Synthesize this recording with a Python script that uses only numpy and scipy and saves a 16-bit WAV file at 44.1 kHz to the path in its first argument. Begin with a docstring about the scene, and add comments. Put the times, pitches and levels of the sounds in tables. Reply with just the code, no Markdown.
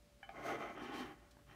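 """A small wooden crank toy scrapes on a table as a hand swivels it round in two pushes.
Its base slides in many tiny slips that ring the wood, hiss at speed and now and then catch with a thud.
Before the pushes, its loose parts knock twice. After them come a few soft ticks as the hands settle,
and a last light rub begins. The room is quiet, with a faint hum."""
import sys
import numpy as np
from scipy import signal
from scipy.fft import rfft, irfft, next_fast_len
from scipy.io import wavfile
from scipy.ndimage import map_coordinates

SR = 44100
rng = np.random.default_rng(int(sys.argv[2]) if len(sys.argv) > 2 else 0)


def store_wav(level_fs):
    """Save 16-bit WAV to argv[1]."""
    pcm = np.round(np.clip(np.atleast_2d(level_fs), -1, 1) * 32767)
    wavfile.write(sys.argv[1], SR, pcm.T.astype(np.int16))


N = 68355


def amp(db):
    """Turn decibels into a number to multiply by."""
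    return 10 ** (np.asarray(db) / 20)


def unit(x):
    """Scale a sound to an average (rms) level of 1."""
    return x / np.sqrt(np.mean(x ** 2) + 1e-20)


def since(start):
    """Seconds since the start time, and zero before it."""
    return np.maximum(np.arange(N) / SR - start, 0)


def level(points):
    """A loudness curve through (seconds, dB) points, silent outside them."""
    return amp(np.interp(np.arange(N) / SR, *np.transpose(points), left=-120, right=-120))


def wobble(rate):
    """A smooth curve through `rate` random values a second."""
    return map_coordinates(rng.standard_normal(1024), [np.arange(N) * rate / SR], mode="wrap")


def shaped(x, gain):
    """Turn each frequency up or down by gain(Hz)."""
    m = 2 * next_fast_len(N)
    gains = np.maximum(gain(np.fft.rfftfreq(m, 1 / SR)), 1e-6)
    cepstrum = irfft(np.log(gains))
    cepstrum[1:m // 2] *= 2  # folded so that ringing never comes before its cause
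    cepstrum[m // 2 + 1:] = 0
    return irfft(rfft(x, m) * np.exp(rfft(cepstrum)))[:N]


def coloured(x, points):
    """Give a sound the tone colour of (Hz, dB) points, at an average level of 1."""
    hz, db = np.transpose(points)
    return unit(shaped(x, lambda f: amp(np.interp(np.log(f + 1), np.log(hz), db))))


def noise(colour):
    """Random noise with the given tone colour."""
    return coloured(rng.standard_normal(N), colour)


# The room's steady noise. Each row: frequency in Hz, relative level in dB.
ROOM_COLOUR = [(20, -39), (40, -12), (70, 1), (110, 1.5), (220, -0.5), (330, -7), (600, -10), (1000, -14.5),
               (2000, -16), (4000, -18.5), (8000, -23), (15500, -30)]
# The tones of the hum. Each row: pitch in Hz, average level in dB.
HUM_TONES = [(52, -72.5), (59.6, -72.5), (582.5, -76)]
ROOM_NOISE_DB, FIRST_SWELL_S = -70, .02

def background():
    """Room noise and an appliance's hum, which throbs as its two low tones drift in and out of step."""
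    t = np.arange(N) / SR - FIRST_SWELL_S
    phase = rng.random()
    hum = sum(np.sqrt(2) * amp(db) * np.sin(2 * np.pi * (hz * t + phase) + 0.47 * wobble(19))
              for hz, db in HUM_TONES)
    return hum + amp(ROOM_NOISE_DB) * noise(ROOM_COLOUR)


ECHO_FADE_S, ECHO_DB = 0.17, -8  # every fade time here is the time to drop by 60 dB

def room_echo(x):
    """The walls of a small room send back a short wash of echoes."""
    t = np.arange(SR // 2) / SR
    tail = rng.standard_normal(len(t)) * amp(-60 * t / ECHO_FADE_S) * (t > .004)
    return amp(ECHO_DB) * signal.fftconvolve(x, tail / np.linalg.norm(tail))[:N]


# Hands rumble on the toy. Each row: time in seconds, level in dB.
RUMBLE_LEVELS = [(1.05, -63), (1.12, -64.5), (1.2, -94), (1.3, -80), (1.38, -69.5), (1.46, -71.5),
                 (1.55, -64)]
# The rumble's dull tone. Each row: frequency in Hz, relative level in dB.
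RUMBLE_COLOUR = [(40, -14), (90, -4), (135, 3.5), (200, -7.5), (320, -3), (500, -30), (2000, -36)]
# Fingers brush the wood. Each row: start in seconds, level in dB, centre in Hz, fade in seconds.
FINGER_BRUSHES = [(1.309, -59, 5100, 0.047), (1.388, -61, 1100, 0.052)]
# A fingernail clicks. Each row: start in seconds, level in dB, pitch in Hz, fade in seconds.
NAIL_CLICKS = [(1.3695, -52.5, 880, 0.0096)]

def hands():
    """The hands settle on the wood: a dull rumble, brief brushes and a dry click."""
    out = level(RUMBLE_LEVELS) * noise(RUMBLE_COLOUR)
    for start, db, hz, fade in FINGER_BRUSHES:
        t = since(start)
        brush = noise([(hz / 4, -10), (hz, 0), (hz * 2, -11), (hz * 8, -34)])
        out += (1 - np.exp(-t / 0.0028)) * amp(db - 60 * t / fade) * brush
    for start, db, hz, fade in NAIL_CLICKS:
        t = since(start)
        click = np.sin(2 * np.pi * hz * t) + amp(-5) * np.sin(2 * np.pi * 1.74 * hz * t)
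        out += amp(db - 60 * t / fade) * click
    return out


# The knocks. Each row: start in seconds, level in dB, seconds until the bounce, its change in dB.
PART_KNOCKS = [(0.2291, -43, .0095, -13), (.2903, -40, 0.0093, -9)]
# The loose parts' ringing tones. Each row: pitch in Hz, fade in seconds,
# relative level in dB in the first knock, then in the second.
PART_TONES = [(670, 0.04, -38, -3.5), (784.5, 0.077, -5.5, -3), (1224, 0.041, -29, -10.5),
              (1480, 0.023, -3.5, -9), (1680, 0.018, 4.5, -2.5), (2165, 0.084, -15.5, -19.5),
              (2320, 0.032, -5, -9.5), (3020, 0.14, -13.5, -33), (3136, 0.087, -22, -26),
              (5300, 0.03, -38, -28)]
CRACK_DB, CRACK_FADE_S, KNOCK_RISE_S = -14, 0.028, 0.0012

def knocks():
    """Loose parts strike and bounce; each spot they hit brings out its own mix of tones."""
    out = np.zeros(N)
    pitches, fades, *mixes = np.transpose(PART_TONES)
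    crack_colour = [(200, -6), (700, -33), (2200, -5), (3800, -14), (9000, -34)]
    for (start, db, bounce_s, bounce_db), mix in zip(PART_KNOCKS, mixes):
        for hit_s, hit_db in [(start, db), (start + bounce_s, db + bounce_db)]:
            t = since(hit_s)
            ring = sum(amp(tone_db - 60 * t / fade) * np.sin(2 * np.pi * (hz * t + rng.random()))
                       for hz, fade, tone_db in zip(pitches, fades, mix))
            crack = amp(CRACK_DB - 60 * t / CRACK_FADE_S) * noise(crack_colour)
            out += amp(hit_db) * (1 - np.exp(-t / KNOCK_RISE_S)) * (ring + crack)
    return out


# The base catches. Each row: start in seconds, level in dB.
BASE_CATCHES = [(0.536, -39), (.82, -34.5), (.893, -37.5), (0.9417, -51), (0.9494, -39), (0.98, -37),
                (1.006, -35.5)]
THUD_HZ, THUD_FADE_S, THUD_RISE_S = 339, 0.023, 0.00098

def catches():
    """The base catches and lets go, thumping the table at a slightly different pitch each time."""
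    out = np.zeros(N)
    for (start, db), detune in zip(BASE_CATCHES, rng.normal(0, 0.12, len(BASE_CATCHES))):
        t = since(start)
        loudness = amp(db - 60 * t / THUD_FADE_S) * (1 - np.exp(-t / THUD_RISE_S))
        out += loudness * np.sin(2 * np.pi * THUD_HZ * (1 + detune) * t)
    return out


SLIPS_PER_S, SLIP_SPREAD_DB, SMOOTH_SHARE = 2000, 3, 0.41
JUDDER_PER_S, JUDDER_DB = 81, 0.17

def friction():
    """The force of sliding: tiny slips of uneven size over smooth rubbing, juddering a little."""
    slipping = rng.random(N) < SLIPS_PER_S / SR
    sizes = amp(SLIP_SPREAD_DB * np.clip(rng.standard_normal(N), -2, 2))
    slips = unit(slipping * sizes * np.sign(rng.standard_normal(N)))
    force = np.sqrt(1 - SMOOTH_SHARE) * slips + np.sqrt(SMOOTH_SHARE) * rng.standard_normal(N)
    return unit(force * amp(JUDDER_DB * wobble(JUDDER_PER_S)))


# The hiss of each push. Each row: time in seconds, level in dB.
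FIRST_HISS_LEVELS = [(.3, -84), (0.421, -73.5), (0.463, -60), (.5, -62), (.54, -68), (.575, -74),
                     (.605, -68.5), (.68, -75.5), (.75, -74)]
SECOND_HISS_LEVELS = [(.78, -84), (.835, -66.5), (.87, -71.5), (.915, -71.5), (.94, -62), (1.01, -61),
                      (1.045, -70.5), (1.15, -83)]
# Its bright tone. Each row: frequency in Hz, relative level in dB in the first push, then in the second.
GRAIN_COLOUR = [(1480, -42, -36), (3550, 6, 5.5), (4370, 9.5, 4), (5650, 5, -2), (6530, 10, -3),
                (6900, 2, -5), (10200, -1, -10), (12000, -1.5, -10), (13300, -4.5, -15), (16000, -5.5, -12)]

def hiss():
    """The wood grain hisses on the table while the base slides fast."""
    first = coloured(friction(), [(hz, db) for hz, db, _ in GRAIN_COLOUR])
    second = coloured(friction(), [(hz, db) for hz, _, db in GRAIN_COLOUR])
    return level(FIRST_HISS_LEVELS) * first + level(SECOND_HISS_LEVELS) * second


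# Where toy and table ring. Each row: pitch in Hz, rough width in Hz,
# relative level in dB on edge 0 of the base, then on edge 1.
WOOD_TONES = [(148, 40, -3.5, -8), (213, 23, 0, -13.5), (260, 35, -6.5, 2.5), (323.3, 36.7, 3.5, 5.5),
              (363, 85, -2, -1), (448, 42, 0, -12), (583, 71, -0.5, -13), (685, 31, 4, -8),
              (799.6, 72, 0, 0), (1073, 99, -3, -2.5), (1252, 140, -2.5, -8), (1470, 165, -7, -10),
              (1810, 320, -12.5, -8.5), (2061, 121, -3, -14), (2363, 150, -11.5, -11.5),
              (2747, 200, -16, -13.5), (3087, 110, -11.5, -7.5), (3475, 440, -21, -21),
              (4350, 200, -29, -30), (5580, 350, -26.5, -22), (6070, 340, -23, -28)]
# Pitches thinned where sound bouncing off the table cancels the direct sound.
# Each row: pitch in Hz, width in Hz, depth from 0 to 1.
TABLE_REFLECTION_DIPS = [(516, 17, 0.69), (986, 34, 0.54)]
TREBLE_HZ, TREBLE_GROWTH = 2890, 0.76  # the treble fades faster than the rest as a push eases

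def scrape(push, edge, low_hz, high_hz):
    """Friction on one edge of the base rings the wood; pushing harder is louder and brighter."""
    def tone(f):
        power = sum(amp(2 * edge_db[edge]) / (1 + (1.68 * (f - hz) / width) ** 2) ** 1.49
                    for hz, width, *edge_db in WOOD_TONES)
        dips = [1 - depth / (1 + ((f - hz) / width) ** 2) for hz, width, depth in TABLE_REFLECTION_DIPS]
        bass_cut = f ** 2 / (f ** 2 + low_hz ** 2)
        treble_cut = 1 / np.sqrt(1 + (f / high_hz) ** 2)
        return np.sqrt(power) * np.prod(dips, axis=0) * bass_cut * treble_cut
    effort = level(push)
    ring = unit(shaped(friction(), tone))
    treble = signal.sosfiltfilt(signal.butter(3, TREBLE_HZ, "high", fs=SR, output="sos"), ring)
    brightness = (effort / effort.max()) ** TREBLE_GROWTH
    return effort * (ring - treble + treble * brightness)


# How hard the base scrapes in each move. 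Each row: time in seconds, level in dB.
FIRST_PUSH_LEVELS = [(.2, -79.5), (.315, -64.5), (.345, -56), (.38, -50), (.424, -50.5), (.465, -43.5),
                     (.5, -41.5), (.548, -43), (.575, -49), (.598, -48.5), (.616, -44.5), (.682, -47.5),
                     (.715, -50.5), (.745, -63.5), (.78, -49)]
SECOND_PUSH_LEVELS = [(.72, -64), (.75, -55), (.78, -51.5), (.825, -48.5), (.89, -49.5), (.923, -50),
                      (.94, -46), (1.01, -46.5), (1.04, -49.5), (1.12, -55), (1.155, -67), (1.21, -67),
                      (1.25, -66), (1.29, -73), (1.39, -75), (1.46, -80)]
LAST_RUB_LEVELS = [(1.465, -73), (1.495, -65), (1.52, -60), (1.55, -64.5)]

def swivel():
    """The base scrapes round on one edge, then on another, and ends with a light rub."""
    return (scrape(FIRST_PUSH_LEVELS, edge=0, low_hz=97, high_hz=4730)
            + scrape(SECOND_PUSH_LEVELS, edge=1, low_hz=111, high_hz=5370)
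            + scrape(LAST_RUB_LEVELS, edge=1, low_hz=500, high_hz=4850))


def scene():
    """The toy on its table, in the quiet room."""
    toy = swivel() + hiss() + knocks() + hands() + catches()
    return (toy + room_echo(toy) + background())[None]


TOP_HZ = 15700

def record(dry):
    """Cut away the very highest treble."""
    m = next_fast_len(N + SR // 2)
    kept = np.fft.rfftfreq(m, 1 / SR) < TOP_HZ
    return irfft(rfft(dry, m) * kept, m)[..., :N]


dry = scene()
out = record(dry)
store_wav(out)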